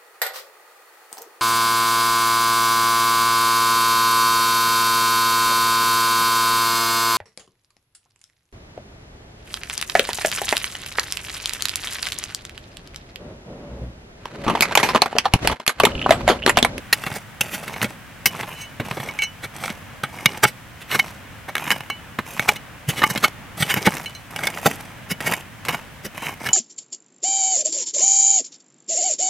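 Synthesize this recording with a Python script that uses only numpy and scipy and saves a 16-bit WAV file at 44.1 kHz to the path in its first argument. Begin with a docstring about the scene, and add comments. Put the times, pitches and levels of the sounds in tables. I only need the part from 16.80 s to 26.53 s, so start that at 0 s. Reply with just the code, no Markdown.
"""A steel hand hoe chops into dry gravelly soil at the foot of a tree and drags it away, about twice a second.
Knocks and crunches are bursts of random fractures exciting resonances; dragging is a dense stream of such grains.
The blade is a bank of decaying modes, tapped in rings, rubbed in skids and heard through the grains.
Stones clack and packed ground thumps as single oscillators; the hole, trunk and ground scatter the sound.
The digging is heard close up in open air, over a quiet outdoor background of filtered noise."""
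import sys
import numpy as np
from scipy import signal
from scipy.fft import rfft, irfft, next_fast_len
from scipy.io import wavfile
from scipy.ndimage import uniform_filter1d

SR = 44100
rng = np.random.default_rng(int(sys.argv[2]) if len(sys.argv) > 2 else 0)


def waveform_to_disk(signal):
    """Save audio, clipped to [-1, 1], as 16-bit WAV at the path in sys.argv[1]."""
    frames = np.transpose(np.atleast_2d(signal))
    scaled = np.clip(frames, -1, 1) * 32767
    samples = np.round(scaled).astype(np.int16)
    wavfile.write(sys.argv[1], SR, samples)


N = 429093
TIME = np.arange(N) / SR
BURST = TIME[:8192]  # time axis of one short event, s


def undb(db):
    """Logarithmic level: decibels to amplitude gain."""
    return 10 ** (np.asarray(db) / 20)


def unit(x, seconds):
    """Energy normalization: scale x to the energy of a unit-rms sound of that duration."""
    return x * np.sqrt(seconds * SR / (np.sum(x ** 2) + 1e-18))


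def add(out, s, x):
    """Superposition: mix x into out at time s."""
    i = max(int(s * SR), 0)
    out[i:i + len(x)] += x[:max(len(out) - i, 0)]


def colour(x, points):
    """Minimum-phase filtering: a causal filter with the given (f/Hz, gain/dB) outline."""
    n = next_fast_len(len(x), real=True)
    n += n % 2
    hz, db = np.transpose(points)
    bins_hz = np.arange(n // 2 + 1) * SR / n
    gain_db = np.interp(np.log(bins_hz + 1), np.log(hz), db)
    cepstrum = irfft(np.log(undb(gain_db)))
    # folding the cepstrum onto positive times makes the filter causal
    cepstrum[1:n // 2] *= 2
    cepstrum[n // 2 + 1:] = 0
    return irfft(rfft(x, n) * np.exp(rfft(cepstrum)))[:len(x)]


def band(x, hz, q):
    """Simple resonance: a peak whose bandwidth is hz / q."""
    b, a = signal.iirpeak(min(hz, SR / 3), max(q, .5), fs=SR)
    return signal.lfilter(b, a, x)


def walk(rate):
    """Low-pass random process: a smooth wander with a spread near 1, taking rate steps a second."""
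    k = int(SR / rate)
    steps = np.repeat(rng.standard_normal(N // k + 1), k)
    return unit(uniform_filter1d(steps, k)[:N], N / SR)


def grains(n, per_s, spread_db):
    """Random impulse process: tiny fractures at random moments, many small and a few large."""
    size = undb(spread_db * np.minimum(rng.exponential(size=n), 4))
    return (rng.random(n) < per_s / SR) * rng.choice([-1, 1], n) * size


def steady(x):
    """Envelope normalization: hold the slow level of a grain stream at 1 and keep its fast crackle."""
    return x / np.sqrt(uniform_filter1d(x ** 2, size=3500) + 1e-12)


def scatter(x, t60):
    """Diffuse reflection: convolution with noise that decays by 60 dB in t60 seconds."""
    echoes = rng.standard_normal(len(BURST)) * np.exp(-np.log(1000) * BURST / t60)
    return signal.fftconvolve(x, unit(echoes, 1 / SR))[:N]


# outline of the outdoor background: (f/Hz, relative gain/dB)
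AIR_OUTLINE = [(15, -33), (25, -9), (107, 3), (246, -3.5), (389, -13.5), (523, -9.5), (1270, -10.5),
               (1620, -8.5), (3000, -15), (4380, -25), (15500, -30.5)]
AIR_DB = -41.5


def air():
    """Filtered noise: a soft wavering background, alike in both channels in the lowest rumble, under a wide hiss."""
    mid, side = (unit(colour(rng.standard_normal(N), AIR_OUTLINE), N / SR) for _ in range(2))
    # the channels differ more and more towards the treble
    side = colour(side, [(30, -17), (150, -6.5), (2500, -6.0), (6000, -1.0)])
    both = mid + side * np.array([[1], [-1]])
    low = signal.sosfilt(signal.butter(1, 3000, fs=SR, output="sos"), both)
    hiss = both - low
    return undb(AIR_DB) * (undb(walk(3.7)) * low + hiss)


# modes of the blade: (f/Hz, level/dB, t60 at a damping of 1/s)
BLADE_MODES = [(445, -5, .08), (850, -4.5, .11), (1620, -15, .08), (2730, -9.5, .08), (2245, -1, .105),
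               (2972, -8.5, .2), (4086, -9.5, .11), (5830, -15, .13), (6358, -5, .06), (8300, -6, .04),
               (10650, -8, .045), (13350, -11, .045)]
SOIL_DETUNE = 0.01  # random spread of each mode, as a share of its pitch, per unit of damping above 1


def blade(damping, hz=None):
    """Modal superposition: a tap's response, damped and detuned by soil; contact favours modes around hz."""
    f, db, t60 = np.transpose(BLADE_MODES)[:, :, None]
    f = f * (1 + SOIL_DETUNE * np.clip(damping - 1, 0, 2) * rng.standard_normal(f.shape))
    weight = 1 if hz is None else 1 / (1 + (2.4 * np.log2(f / hz)) ** 2)
    decay = np.exp(-np.log(1000) * BURST * damping / t60)
    return np.sum(weight * undb(db) * np.sin(2 * np.pi * f * BURST) * decay, axis=0)


def through_blade(x, steel_db, damping):
    """Two transmission paths: grains are heard directly and through the half-buried steel."""
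    response = unit(blade(damping), 1 / SR)
    return x + undb(steel_db) * signal.fftconvolve(x, response)[:len(x)]


# outline of fine grit: (f/Hz, relative gain/dB)
GRIT_OUTLINE = [(1500, -19), (4000, 2.5), (5800, 3), (7200, 0), (10500, -0.5), (14000, -0.5), (16000, -15)]
# outline of the ground's thud: (f/Hz, relative gain/dB)
THUD_OUTLINE = [(35, -21), (128, 3.5), (175, -4), (260, -8), (600, 3), (2500, -102)]


def fracture(force, length, db, hz, grit_db, thud_db, steel_db):
    """Impulsive excitation of resonators: breaking grains ring stones, spit sand and push the ground."""
    cracks = through_blade(force * grains(len(force), 20000, 5.0), steel_db, damping=1.92)
    stones = sum(band(cracks, hz * 2 ** (octaves + rng.normal(0, 0.175)), q=25)
                 for octaves in np.linspace(-.55, .55, num=4))
    body = colour(band(cracks + 0.87 * stones, hz, q=0.82), [(3600, -2.0), (7000, -27.5)])
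    # every small stone has a high pitch of its own
    chips_hz = np.geomspace(4000, 14000, num=7) * 2 ** rng.normal(0, 0.184, size=7)
    chips = sum(band(cracks, chip_hz, q=60) for chip_hz in chips_hz)
    grit = colour(cracks + 1.37 * chips, GRIT_OUTLINE)
    # the packed ground gives one or two slow swings
    push = np.minimum(force, .6) * (1 + 4 * rng.standard_normal(len(force)))
    thud = colour(band(push, 203, q=2.3), THUD_OUTLINE)
    return undb(db) * unit(body, length) + undb(grit_db) * unit(grit, length) + undb(thud_db) * unit(thud, length)


# the blade bites or a stone snaps past it; levels are those before the pit:
# (t/s, nominal length/s, level/dB, centre f/Hz, ground thud level/dB)
KNOCK_EVENTS = [(0.127, 0.008, -9.5, 2470, -32), (0.238, 0.0027, -19.5, 1580, -33),
                (0.263, 0.015, -23, 1590, -27.5), (0.315, 0.0034, -24.5, 1060, -22.5),
                (0.6084, 0.0067, -16, 2740, -22.5), (0.878, 0.0077, -26, 1970, -31),
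                (0.94, 0.0025, -25, 1370, -38), (0.962, .003, -24, 1060, -40),
                (1.015, 0.0026, -14.5, 1560, -20), (1.042, 0.011, -21, 1900, -20),
                (1.457, 0.011, -12.5, 3100, -29), (1.632, 0.0038, -22.5, 1045, -38),
                (1.998, 0.012, -25, 1400, -21.5), (2.111, 0.0031, -17.5, 1450, -20),
                (2.169, 0.0089, -28, 885, -28), (2.199, 0.0055, -26, 1580, -27),
                (2.234, .002, -30, 2420, -34), (2.837, 0.0038, -19, 1570, -38),
                (2.879, 0.001, -16, 1500, -40), (2.901, 0.0038, -23, 1620, -23),
                (3.233, 0.012, -18, 1420, -27.5), (3.458, 0.0021, -2.5, 2270, -14.5),
                (3.65, 0.0044, -8.5, 1007, -16.5), (4.114, 0.002, -17, 1900, -45),
                (4.191, 0.0078, -18.5, 2120, -47), (4.753, 0.0016, -9.5, 1680, -50),
                (4.766, 0.0017, -16, 1500, -52), (4.78, 0.0026, -18.5, 1900, -56),
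                (4.866, 0.0025, -24, 1340, -47), (4.905, 0.0006, -3, 1710, -36),
                (4.913, 0.01, -15, 2070, -33), (5.006, 0.0015, -23.5, 1680, -30),
                (5.101, .002, -17.5, 1580, -45), (5.386, 0.01, -20.5, 1300, -23.5),
                (5.595, 0.00047, -0.5, 1460, -12), (6.088, 0.005, -24, 3130, -25),
                (6.218, 0.0065, -15.5, 1170, -22.5), (6.232, 0.001, -10, 1350, -35),
                (6.237, 0.0042, -8.5, 1500, -23), (6.357, 0.0079, -21.5, 1580, -24.5),
                (6.375, 0.0051, -21, 2420, -23), (6.823, 0.008, -14, 1830, -35),
                (6.94, 0.0019, -13.5, 2300, -19), (7.07, 0.0086, -12, 1060, -10),
                (7.168, 0.0044, -25, 2210, -42), (7.561, 0.0043, -21, 2090, -34),
                (7.59, 0.0015, -17, 1310, -50), (7.634, 0.01, -21.5, 1880, -37),
                (7.67, 0.0038, -13, 2170, -33), (7.773, 0.0032, -22.5, 1220, -48),
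                (7.858, 0.0084, -10, 452, -36), (8.404, 0.0076, -24.5, 1900, -29),
                (8.536, 0.0042, -16, 1870, -29), (8.85, 0.0059, -27, 2300, -43),
                (8.884, 0.01, -18.5, 1970, -34), (8.944, 0.0053, -21, 1400, -42),
                (9.688, 0.0037, -17.5, 1820, -29)]
# a brighter knock throws more sand: grit against the knock's level, at a reference centre pitch
SPRAY_DB, SPRAY_HZ, SPRAY_DB_PER_OCTAVE = -11, 1740, 14


def knocks():
    """Impact: the edge scuffs the loose top layer, then strikes; the blow dies exponentially, trailing crumbs."""
    out = np.zeros(N)
    lead = .02  # s of scuffing room before the blow
    after, before = np.maximum(BURST - lead, 0), np.maximum(lead - BURST, 0)
    for s, length, db, hz, thud_db in KNOCK_EVENTS:
        grit_db = db + SPRAY_DB + SPRAY_DB_PER_OCTAVE * np.log2(hz / SPRAY_HZ)
        blow = (1 - np.exp(-after / 0.00077)) * np.exp(-after / (0.81 * length))
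        loose = undb(-27.5) * np.exp(-before / 0.00071 - after / 0.0019)
        add(out, s - lead, fracture(blow + loose, length, db, hz, grit_db, thud_db, steel_db=-13.5))
    return out


# the edge lands hard on a buried stone, which clacks at its own pitch:
# (t/s, level of the decay before its build-up/dB, f/Hz)
CLACK_EVENTS = [(0.128, -2.5, 1894), (0.131, 1, 4220), (0.613, -4.5, 2680), (1.458, -5.5, 2750),
                (3.4585, 0.5, 2314), (3.641, -7, 844), (4.196, -10, 1900), (6.237, -3, 1187),
                (6.441, -7.5, 1254), (7.073, -10, 874)]
CLACK_CYCLES = 7.6  # swings until the clack has fallen to 1 / e
CONTACT_S = 0.00024  # time constant of a clack's or ring's build-up while edge and stone touch


def clacks():
    """Damped oscillator: a stone pinned between edge and ground sounds one short, hard note."""
    out = np.zeros(N)
    for s, db, hz in CLACK_EVENTS:
        envelope = (1 - np.exp(-BURST / CONTACT_S)) * np.exp(-BURST * hz / CLACK_CYCLES)
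        add(out, s, undb(db) * envelope * np.sin(2 * np.pi * hz * BURST))
    return out


# one pull of the blade through loose soil; levels are those at full load, before the pit:
# (t/s, length/s, coarse soil level/dB, fine grit level/dB, build-up of load/dB, run-out/s)
PULL_EVENTS = [(0.151, 0.21, -32, -38.5, 8.5, 0.19), (0.619, 0.47, -36, -44.5, -1, 0.23),
               (1.475, 0.094, -27, -37.5, 22, 0.78), (2.038, 0.26, -35, -44.5, 0.5, 0.4),
               (2.731, 0.14, -28, -35, 13.5, 0.29), (3.277, 0.29, -33, -42.5, 10.5, 0.24),
               (4.096, 0.18, -37.5, -43, -0.5, 0.36), (4.764, 0.14, -27, -37.5, 8.5, 0.41),
               (5.453, 0.27, -30, -36.5, 9, 0.14), (6.096, 0.39, -36, -41.5, -0.5, 0.13),
               (6.763, 0.4, -31, -37, 3.5, 0.61), (7.498, 0.17, -27.5, -37, 14, 0.31),
               (7.725, 0.19, -30, -37.5, 9.5, 0.57), (8.402, 0.12, -22.5, -32.5, 10, 0.26),
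               (8.85, 0.081, -27.5, -37, 0, 0.27), (9.334, 0.15, -30, -39.5, 8.5, 0.26),
               (9.595, 0.11, -35.5, -44, 1, 0.22)]
ENTRY_S = 0.015  # the blade sinks in
RUN_OUT_DB = 58.5  # the stream dies by this much over a pull's run-out


def pull_levels():
    """Load-dependent friction: a pull sinks in, its load changes, then it runs out; gains of soil and grit."""
    gains = np.zeros((2, N))
    for s, length, soil_db, grit_db, build_db, run_out in PULL_EVENTS:
        age = TIME - s
        entry = np.clip(age / ENTRY_S, 0, 1)
        # the load usually grows as soil heaps before the blade
        load_db = build_db * (np.clip(age / length, 0, 1) - 1)
        fade_db = RUN_OUT_DB * np.maximum(age - length, 0) / run_out
        gains += undb([[soil_db], [grit_db]]) * entry * undb(load_db - fade_db)
    return gains


# outline of coarse soil: (f/Hz, relative gain/dB)
SOIL_OUTLINE = [(50, -17.5), (150, 14), (310, 0), (450, -1), (900, 3.5), (1500, -3.5), (2500, -0.5),
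                (3400, -7), (5000, -14.5), (9000, -47)]


def drag():
    """Stick-slip friction: crumbs burst densely before the blade and sand rubs along the steel."""
    soil, grit = pull_levels()
    # many small catches overlap, each letting go at once
    catches = signal.fftconvolve(np.abs(grains(N, 160, 2.6)), np.exp(-BURST / 0.0016))[:N]
    slip = undb(3 * walk(70) + 2.6 * walk(260)) + .7 * unit(catches, N / SR)
    # crumbs of every size burst at their own pitch
    crumbs = sum(unit(band(grains(N, 150, 4.3), hz, q=3), hz) for hz in np.geomspace(300, 12000, num=16))
    crumbs = unit(crumbs, N / SR)
    sand = unit(grains(N, 7000, 2.7), N / SR)
    rubble = slip * (crumbs + 0.59 * sand)
    rub = slip * (sand + crumbs)
    # the buried steel is heavily damped; the point of contact wanders along the edge and picks out different modes
    contacts = [signal.fftconvolve(rub, unit(blade(9, hz), 1 / SR))[:N]
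                for hz in np.geomspace(1600, 9500, num=4)]
    steel = undb(-32.5) * sum(undb(6.3 * walk(4.8)) * contact for contact in contacts)
    coarse = steady(colour(rubble + steel, SOIL_OUTLINE))
    fine = steady(colour(rub + steel, GRIT_OUTLINE))
    return coarse * soil + fine * grit


# a clod is crushed, swelling and fading; levels are those before the pit:
# (t at its height/s, nominal length/s, level/dB, centre f/Hz, grit level/dB, ground thud level/dB)
CRUNCH_EVENTS = [(0.361, 0.012, -30, 1680, -32.5, -32.5), (0.743, 0.024, -27, 2380, -30, -31.5),
                 (1.03, 0.0072, -17, 1470, -21, -20), (2.644, 0.015, -26.5, 1590, -35, -32),
                 (3.639, 0.0073, -5.5, 1370, -12, -18), (3.681, 0.019, -29.5, 2330, -30.5, -38),
                 (4.02, 0.018, -37.5, 2120, -45, -59), (4.128, 0.027, -22.5, 1760, -29.5, -53),
                 (4.153, 0.012, -17, 1430, -24, -26), (4.692, 0.011, -25.5, 800, -40.5, -60),
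                 (5.691, 0.009, -8, 1100, -18, -25), (5.763, 0.0082, -28.5, 2570, -35, -38),
                 (6.1, 0.014, -20.5, 3560, -24.5, -29.5), (6.189, 0.025, -27.5, 2260, -33.5, -32),
                 (6.307, 0.011, -26, 1580, -25.5, -24.5), (6.445, .013, -11.5, 1333, -18, -24),
                 (6.813, 0.021, -25.5, 2190, -27.5, -30.5), (6.906, 0.018, -16.5, 2510, -25, -49),
                 (6.974, 0.018, -23.5, 1750, -34.5, -25), (7.064, 0.013, -14.5, 2380, -22, -20),
                 (7.866, 0.011, -9.5, 870, -18.5, -15), (8.315, 0.015, -23.5, 2570, -26, -29.5),
                 (8.471, 0.019, -21.5, 1810, -28.5, -29), (9.257, 0.015, -31.5, 1780, -32.5, -29.5),
                 (9.667, 0.015, -22.5, 1950, -29.5, -32)]


def crunches():
    """Brittle failure: pressure builds in a clod until it collapses."""
    out = np.zeros(N)
    for s, length, *tone in CRUNCH_EVENTS:
        lead = 2 * length
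        force = 1 / np.cosh(np.minimum(np.abs(BURST - lead) / (0.46 * length), 20))
        add(out, s - lead, fracture(force, length, *tone, steel_db=-12))
    return out


# the edge skids over a stone and sings:
# (t at its height/s, nominal length/s, level/dB, centre of the excited modes f/Hz,
#  speed of the ring's decay, 1 = the times in BLADE_MODES, below 1 rings longer)
SKID_EVENTS = [(1.806, 0.062, -37, 3060, 0.97), (1.817, 0.012, -35.5, 6550, 0.54),
               (2.431, 0.02, -25, 2680, 1.6), (6.179, 0.019, -29, 3060, 2.2),
               (9.453, 0.059, -33, 2760, 2.7)]
SKID_HISS_DB = -8  # dry friction against the singing steel


def skids():
    """Frictional excitation of modes: tiny slips bow the blade, swelling and fading, and leave it ringing."""
    out = np.zeros(N)
    lead = len(BURST) / SR / 2
    for s, length, db, hz, damping in SKID_EVENTS:
        slips = grains(len(BURST), 10000, 2.8) / np.cosh((BURST - lead) / (0.45 * length))
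        steel = signal.fftconvolve(slips, blade(damping, hz))
        hiss = band(slips, hz, q=0.25)
        add(out, s - lead, undb(db) * unit(steel, length))
        add(out, s - lead, undb(db + SKID_HISS_DB) * unit(hiss, length))
    return out


# the blade rings: (t/s, level/dB, centre of the excited modes f/Hz,
#  speed of the ring's decay, 1 = the times in BLADE_MODES, below 1 rings longer)
RING_EVENTS = [(2.288, -35, 2040, 1.5), (2.389, -26, 2050, 0.78), (2.4205, -24.5, 2770, 1),
               (2.436, -34, 5700, 1.07), (4.196, -18.5, 2120, 2.7), (5.1, -31, 2820, 0.8),
               (5.69, -18, 2020, 5.5), (6.444, -18.5, 1980, 2.2), (7.259, -34.5, 3280, 1.24),
               (7.35, -43, 4370, 0.97)]


def rings():
    """Free vibration: a stone flicks the blade, giving a tick and a ring, shorter when soil holds the steel."""
    out = np.zeros(N)
    for s, db, hz, damping in RING_EVENTS:
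        tick = band(rng.standard_normal(len(BURST)) * np.exp(-BURST / 0.0031), hz, q=0.18)
        ring = blade(damping, hz) * (1 - np.exp(-BURST / CONTACT_S))
        add(out, s, undb(db) * (unit(ring, 0.068) + unit(tick, 0.0018)))
    return out


# the packed ground gives under a heavy blow, a few round swings: (t at its height/s, peak level/dB, f/Hz)
THUMP_EVENTS = [(6.09, -12.5, 139), (6.809, -18.5, 158), (6.829, -14.5, 146), (6.977, -18.5, 175),
                (8.32, -17, 184)]
THUMP_CYCLES = 0.51  # swings over which a thump swells, and again fades


def thumps():
    """Elastic rebound: the soil under the blade is pressed down and springs back."""
    out = np.zeros(N)
    lead = len(BURST) / SR / 2
    for s, db, hz in THUMP_EVENTS:
        cycles = (BURST - lead) * hz
        add(out, s - lead, undb(db) * np.cos(2 * np.pi * cycles) / np.cosh(cycles / THUMP_CYCLES))
    return out


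PIT_DB = -6  # reflections from the walls of the hole


def pit(x):
    """Early reflection: the hole returns the crackle within milliseconds, its colour drifting at random."""
    walls = sum(walk(9) * scatter(x, t60=0.016) for _ in range(3)) / np.sqrt(3)
    return undb(-1) * x + undb(PIT_DB) * colour(walls, [(500, -14), (2000, 0)])


# outline of the difference between the two channels: (f/Hz, gain/dB)
WIDTH_OUTLINE = [(100, -10), (2200, -19.5), (5000, -10), (13000, -3.5)]


def scene():
    """Superposition of sources: digging just right of centre; trunk and ground scatter a little of it back."""
    dig = pit(knocks() + crunches() + drag()) + thumps() + clacks() + rings() + skids()
    # grains fly to either side, so the paths to the two channels keep changing
    paths = sum(walk(300) * scatter(dig, t60=0.021) for _ in range(2)) / 2
    side = colour(paths, WIDTH_OUTLINE)
    surroundings = np.array([scatter(dig, t60=0.69) for _ in range(2)])
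    direct = np.array([dig + side, undb(1.0) * dig - side])
    return direct + undb(-32.5) * surroundings + air()


TOP_HZ = 16000  # upper edge of the passband


def record(dry):
    """Saturation and band limiting: the highest peaks are rounded and the top is cut."""
    rounded = dry / (1 + dry ** 6) ** (1 / 6)
    return signal.sosfilt(signal.ellip(10, .2, 70, TOP_HZ, fs=SR, output="sos"), rounded)


dry = scene()
out = record(dry)
waveform_to_disk(out)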